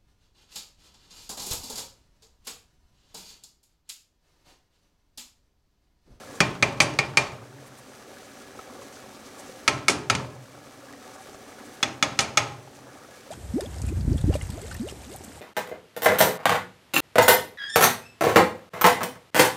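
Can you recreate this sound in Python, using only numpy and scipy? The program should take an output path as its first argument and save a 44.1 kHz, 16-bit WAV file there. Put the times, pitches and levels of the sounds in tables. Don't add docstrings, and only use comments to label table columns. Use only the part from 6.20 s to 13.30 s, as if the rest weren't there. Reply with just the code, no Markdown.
import sys
import numpy as np
from scipy import signal
from scipy.fft import rfft, irfft
from scipy.io import wavfile
from scipy.ndimage import uniform_filter1d

SR = 44100
rng = np.random.default_rng(int(sys.argv[2]) if len(sys.argv) > 2 else 0)


def log_audio(samples):
    frames = np.atleast_2d(samples).T
    limited = np.clip(frames, -1, 1)
    pcm = np.round(limited * 32767).astype(np.int16)
    wavfile.write(sys.argv[1], SR, pcm)


N = 313330
TIME = np.arange(N) / SR
RING = TIME[:SR]


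def undb(db):
    return 10 ** (np.asarray(db) / 20)


def unit(x):
    return x / np.std(x)


def fade(t60):
    return np.exp(-np.log(1000) * RING / t60)


def add(track, s, sound):
    i = max(int(s * SR), 0)
    track[i:i + len(sound)] += sound[:max(N - i, 0)]


def colour(x, points):
    hz, db = np.transpose(points)
    size = 4096
    bins_hz = np.arange(size // 2 + 1) * SR / size
    gain = undb(np.interp(np.log(bins_hz + 1), np.log(hz), db))
    cepstrum = irfft(np.log(gain))[:size // 2]
    response = irfft(np.exp(rfft(np.r_[cepstrum[0], 2 * cepstrum[1:]], size)))
    return signal.fftconvolve(x, response / np.linalg.norm(response))[:len(x)]


def band(hz, width):
    f = np.arange(SR // 2 + 1)
    noise = rfft(rng.standard_normal(SR))
    return unit(irfft(noise / (1 + ((f - hz) / width) ** 2) ** 1.66, SR))


def burst(t60, points):
    return colour(rng.standard_normal(SR) * fade(t60), points)


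def walk(rate):
    step = int(SR / rate)
    targets = rng.uniform(-1.1, 1, N // step + 1)
    return 2 * uniform_filter1d(np.repeat(targets, step), step)[:N]


def sprinkle(per_s):
    return rng.random((int(per_s * N / SR), 3)) * [N / SR, 1, 1]


# (f/Hz, level/dB, t60/s)
ROOM_DECAY = [(100, -12, 0.74), (300, 1, 0.62), (700, -4.5, 0.75), (1370, -8.5, 0.43), (2220, -16.5, 0.38),
              (4500, -11.5, 0.37), (8000, -14, 0.36), (15000, -19, 0.3)]


def kitchen_echoes(x, first_s=0.0088, build_s=0.003):
    hz, db, t60 = np.transpose(ROOM_DECAY)
    noise = rfft(rng.standard_normal(SR))
    log_hz = np.log(np.arange(len(noise)) + 1)
    onset = 1 - np.exp(-np.maximum(RING - first_s, 0) / build_s)
    response = 0
    for share, level_db, decay in zip(np.eye(len(hz)), db, t60):
        shape = onset * fade(decay)
        region = irfft(noise * np.interp(log_hz, np.log(hz), share), SR)
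        response = response + undb(level_db) * region * shape / np.linalg.norm(shape)
    return signal.fftconvolve(x, response)[:len(x)]


REBUILD_S = 0.9


def shaken(s):
    return np.max([(s >= blow) * np.exp(-np.abs(s - blow) / REBUILD_S) for blow, *_ in BLOWS], axis=0)


# (f/Hz, relative level per Hz/dB)
SIMMER_TONE = [(15, -74), (25, -20), (123, -3), (175, -10.5), (285, -2.5), (326, -9.5), (531, -5.5),
               (962, -15), (1290, -11.5), (2690, -21), (7920, -25), (16000, -34)]
# (f/Hz, width/Hz, gain/dB)
PAN_AIR = [(224, 21, 1.5), (291, 14, -2), (383, 14.5, 3.5), (544, 100, -6.5), (758, 31, 4), (880, 73, -5),
           (1140, 86, -4.5), (1677, 22, 4), (2280, 100, -6), (6020, 410, -6)]


def hollow(x):
    x = colour(x, SIMMER_TONE)
    air = 0
    for hz, width, db in PAN_AIR:
        air = air + undb(db) * signal.lfilter(*signal.iirpeak(hz, hz / width, fs=SR), x)
    return unit(x + air)


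def bubble(hz, cycles, glide=0.15):
    age = np.linspace(0, 1, int(SR * cycles / hz) + 2)
    envelope = np.exp(-np.log(1000) * age) * (1 - np.exp(-age * cycles))
    return envelope * np.sin(2 * np.pi * cycles * age * (1 + glide * age / 2))


BUBBLING_DB, FIZZ_DB = -45.5, -49.5
BUBBLING_SAG_DB, FIZZ_SAG_DB = 7, 8


def soup_bubbles(per_s=450, size_db=2.5):
    out = np.zeros(N)
    for when, pitch, size, length in rng.random((int(per_s * N / SR), 4)):
        hz = 230 * 9 ** pitch
        size_gain = undb(size_db * min(-np.log(1 - size), 3.5))
        add(out, when * N / SR, bubble(hz, 6 + 14 * length) * hz * size_gain)
    return out


def wall_pops(per_s=900, pop_db=2.0):
    size_gain = undb(pop_db * np.minimum(rng.exponential(size=N), 4))
    return (rng.random(N) < per_s / SR) * rng.standard_normal(N) * size_gain


def simmer(rush_db=10, crackle_db=-5, split_hz=2200, flutter_db=0.8, gurgle_db=1.7):
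    sag = shaken(TIME)
    boil_gain = undb(BUBBLING_DB - BUBBLING_SAG_DB * sag)
    fizz_gain = undb(FIZZ_DB - FIZZ_SAG_DB * sag) * undb(flutter_db * walk(25))
    bunches = undb(gurgle_db * walk(10))
    rush, hiss = rng.standard_normal((2, N))
    boil = unit(soup_bubbles() * bunches) + undb(rush_db) * rush
    fizz = undb(crackle_db) * unit(wall_pops()) + hiss
    low = signal.sosfilt(signal.butter(2, split_hz, fs=SR, output="sos"), boil)
    high = signal.sosfilt(signal.butter(2, split_hz, "high", fs=SR, output="sos"), fizz)
    return boil_gain * hollow(low) + fizz_gain * hollow(high)


SPITS_PER_S, SPIT_DB, SPIT_HZ, SPIT_S = 3.8, -51.5, 6800, 0.029
# (t/s, level/dB, centre f/Hz, length/s)
SET_SPITS = [(1.474, -54, 9500, 0.032), (3.198, -47.5, 8000, 0.031)]


def spits(spread_db=6):
    out = np.zeros(N)
    scattered = []
    for s, size, pitch in sprinkle(SPITS_PER_S):
        db = SPIT_DB - FIZZ_SAG_DB * shaken(s) + spread_db * (size - .5)
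        scattered.append((s, db, SPIT_HZ * 2 ** (pitch - .5), SPIT_S))
    for s, db, hz, length in SET_SPITS + scattered:
        swell = np.exp(-(2 * (RING - length) / length) ** 2)
        add(out, s - length, undb(db) * band(hz, hz / 2) * swell)
    return out


PLOPS_PER_S, PLOP_DB = 5.4, -37
PLOP_LOW_HZ, PLOP_OCTAVES, PLOP_CYCLES = 322, 1.98, 16
# (t/s, level/dB, f/Hz, ring/cycles)
SET_PLOPS = [(2.391, -30.5, 1290, 50), (2.394, -28, 510, 8.7), (2.59, -35, 556, 39), (2.618, -33, 1050, 17),
             (3.293, -32.5, 515, 34), (4.735, -34, 1880, 31), (5.088, -30.5, 420, 14),
             (5.145, -29.5, 590, 9.6), (6.475, -33, 815, 20)]


def plops(plop_db=0, skin_db=-12, skin_t60=0.034, spread_db=6):
    out = np.zeros(N)
    scattered = []
    for s, size, pitch in sprinkle(PLOPS_PER_S):
        db = PLOP_DB - BUBBLING_SAG_DB * shaken(s) + spread_db * (size - .5)
        scattered.append((s, db, PLOP_LOW_HZ * 2 ** (PLOP_OCTAVES * pitch), PLOP_CYCLES))
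    for s, db, hz, cycles in SET_PLOPS + scattered:
        add(out, s, undb(db + plop_db) * bubble(hz, cycles, glide=0.031))
        add(out, s, undb(db + skin_db) * band(hz, 3.0 * hz) * fade(skin_t60))
    return out


ROCK_S, ROCK_LOSS_DB = .049, 2.5


def settles(thud_db=-36, thud_t60=0.13, tick_db=-43, tick_t60=0.12, uneven_db=3, count=3):
    out = np.zeros(N)
    thud_tone = [(35, -15), (120, 1.0), (500, -21), (1300, -9.0), (4000, -46)]
    for s, db, _, boom_db, *_ in BLOWS:
        for k, chance in enumerate(rng.standard_normal(count)):
            thud = undb(thud_db + boom_db) * burst(thud_t60, thud_tone)
            tick = undb(tick_db) * burst(tick_t60, WOOD_TONE)
            landing_db = db - k * ROCK_LOSS_DB + uneven_db * chance
            add(out, s + (k + 1) * ROCK_S, undb(landing_db) * (thud + tick))
    return out


# (f/Hz, width/Hz, t60/s, relative level/dB)
STOVE_MODES = [(95, 41, 0.53, -40), (127.4, 23.5, 1.6, -38.5), (150, 12, 0.58, -44.5),
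               (255, 38, 0.44, -43.5), (357, 21, 0.88, -44.5), (418, 50, 0.7, -38), (609, 8.3, 1.44, -50),
               (899, 31, 0.46, -36), (1063, 40, 0.58, -40), (2375, 27, 0.32, -35)]


def stove(swell_s=0.0025):
    boom = sum(undb(db) * band(hz, width) * fade(t60) for hz, width, t60, db in STOVE_MODES)
    return boom * (1 - np.exp(-RING / swell_s))


# (f/Hz, relative level per Hz/dB)
SHUDDER_TONE = [(35, -20), (130, -4), (195, -22), (400, 1), (490, -7), (600, 10), (1200, -1), (1500, 1),
                (2400, 2.5), (3200, -3), (6500, -17.5), (10000, -25), (16000, -36)]


def shudder(db=-26.0, t60=0.43):
    return undb(db) * burst(t60, SHUDDER_TONE)


# (f/Hz, relative level per Hz/dB)
CHATTER_TONE = [(50, -23), (200, 12), (1200, 7), (3000, 2.5), (6300, 6.5), (10000, 0), (12000, -13),
                (16000, -55)]


def skid(chatter_db, db=-25, delay_s=.014, t60=0.11):
    silence = np.zeros(int(delay_s * SR))
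    return undb(db + chatter_db) * np.r_[silence, burst(t60, CHATTER_TONE)][:SR]


# (f/Hz, relative level per Hz/dB)
WOOD_TONE = [(30, -37), (60, -22), (120, 7), (300, 5.5), (490, -16), (800, -6), (2200, 2), (3200, -2),
             (6000, -4.5), (9000, -12), (12000, -26.5), (16000, -45)]


def clack(bright, db=-13.5, t60=0.064):
    tilted = [(f, level + bright * np.log2(f / 2000)) for f, level in WOOD_TONE]
    return undb(db) * burst(t60, tilted)


# (t/s, level/dB)
SECOND_TOUCHES = [(.737, -35), (3.9507, -19)]


def rebounds(t60=0.035):
    out = np.zeros(N)
    for s, db in SECOND_TOUCHES:
        add(out, s, undb(db) * burst(t60, WOOD_TONE))
    return out


def crack(db=-9, t60=0.0052):
    tone = [(100, -19), (1500, 4.5), (5000, 1), (9000, -8.5), (12000, -17), (16000, -18)]
    return undb(db) * burst(t60, tone)


def ring(hz, t60, gain, phase):
    return sum(g * fade(d) * np.sin(2 * np.pi * f * RING + p) for f, d, g, p in zip(hz, t60, gain, phase))


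SPOT_MOVES = [2, 5]
# (f/Hz, t60/s, then relative level/dB when struck at rim spot 0, at spot 1, at spot 2)
PAN_MODES = [(389, 0.054, -23.5, -25.5, -33), (545.6, 0.25, -29.5, -28, -28.5),
             (603, 0.052, -19.5, -24, -21), (801.6, 0.14, -23, -24, -20), (912, 0.024, -23, -22, -21),
             (1046, 0.23, -32, -26, -31), (1147, 0.099, -22.5, -27, -47), (1241, 0.12, -26, -42, -21),
             (1301, 0.029, -13, -3.5, -5.5), (1625, 0.038, -27, -17, -23), (1800, 0.017, -8, -14, -12),
             (1874, 0.11, -25, -41, -24), (2037, 0.067, -19.5, -45, -25), (2200, 0.045, -10.5, -13, -13.5),
             (2370, 0.12, -14, -30, -30), (2396, 0.056, -11.5, -19.5, -21.5),
             (2493, 0.049, -11, -17.5, -14.5), (2865, 0.034, -34, -16.5, -14),
             (3413, 0.027, -34, -23, -9.5), (3497, 0.048, -38, -30, -18), (4216, 0.017, -14.5, -17, -8.5),
             (4600, 0.041, -17.5, -21, -38), (4900, 0.034, -22, -20, -27), (5130, 0.021, -13, -23, -9.5),
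             (5880, 0.068, -25, -31, -22), (6410, 0.079, -30, -26, -26), (6626, 0.024, -20, -25, -9.5),
             (7610, 0.02, -19, -42, -20), (9720, 0.031, -40, -25, -45)]


def pan_wall(s, bright, lift_hz, lift_db, wall_db=-0.17, scatter_db=1.24, detune=0.0067, spread_s=0.0014,
             lift_octaves=0.15, carry_db=-3):
    hz, t60, *spots = np.transpose(PAN_MODES)
    level, pitch, phase = rng.standard_normal((3, len(hz)))
    spot_db = spots[np.searchsorted(SPOT_MOVES, s)]
    mode_db = spot_db + bright * np.log2(hz / 2000) + scatter_db * level + wall_db
    lift = lift_db * np.exp(-(np.log2(hz / lift_hz) / lift_octaves) ** 2)
    swell = 1 - np.exp(-RING / spread_s)
    mode_hz, phase = hz * (1 + detune * pitch), 2 * np.pi * phase
    near = swell * ring(mode_hz, t60, undb(mode_db + lift), phase)
    far = swell * ring(mode_hz, t60, undb(mode_db + carry_db), phase)
    return near, far


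# (t/s, strength level/dB, brightness/dB per octave, relative stove boom level/dB,
# relative rattle level/dB, wall region driven hardest f/Hz, lift of that region/dB)
BLOWS = [(0.2041, 0.5, 0, 2, -25, 2160, 1.5), (0.4254, -1.5, -1, 2.5, -26, 2000, 7),
         (0.6026, 1, 1.1, 1, 3, 2500, -1.5), (0.7885, -4.5, -.5, 4, -29, 2250, 4.5),
         (0.9716, 0, 1, 0.5, -7, 2410, 0.5), (3.4782, -1, 1.5, 0.5, -15, 2230, 7.5),
         (3.6823, -1.5, 3.5, 1.5, 8, 2220, 7.5), (3.8993, -2, 0.95, 4, -20, 1280, -0.5),
         (5.6285, -5, 0.7, -2, -22, 3620, 10), (5.8259, -3, 1, -4, -18, 3400, 6),
         (5.9899, -2.5, 1.6, -0.5, 6, 5140, 2), (6.1725, -0.5, 2, -1, -39, 2370, 2)]


def knocks():
    out = np.zeros(N)
    for s, db, bright, boom_db, chatter_db, lift_hz, lift_db in BLOWS:
        near, far = pan_wall(s, bright, lift_hz, lift_db)
        contact = clack(bright) + skid(chatter_db)
        echoes = kitchen_echoes(far + contact)
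        shaking = shudder() + undb(boom_db) * stove()
        add(out, s, undb(db) * (crack() + near + contact + echoes + shaking))
    return out


def scene():
    pan_events = settles() + rebounds() + plops()
    return (simmer() + spits() + pan_events + kitchen_echoes(pan_events) + knocks())[None]


CEILING = .72
TOP_HZ = 15900


def record(dry, low_hz=22, treble_hz=13500):
    out = signal.sosfilt(signal.butter(1, low_hz, "high", fs=SR, output="sos"), dry)
    out = out / (1 + (out / CEILING) ** 4) ** .25
    out = signal.sosfilt(signal.butter(1, min(treble_hz, .45 * SR), fs=SR, output="sos"), out)
    return signal.sosfilt(signal.ellip(8, .2, 70, TOP_HZ, fs=SR, output="sos"), out)


dry = scene()
out = record(dry)
log_audio(out)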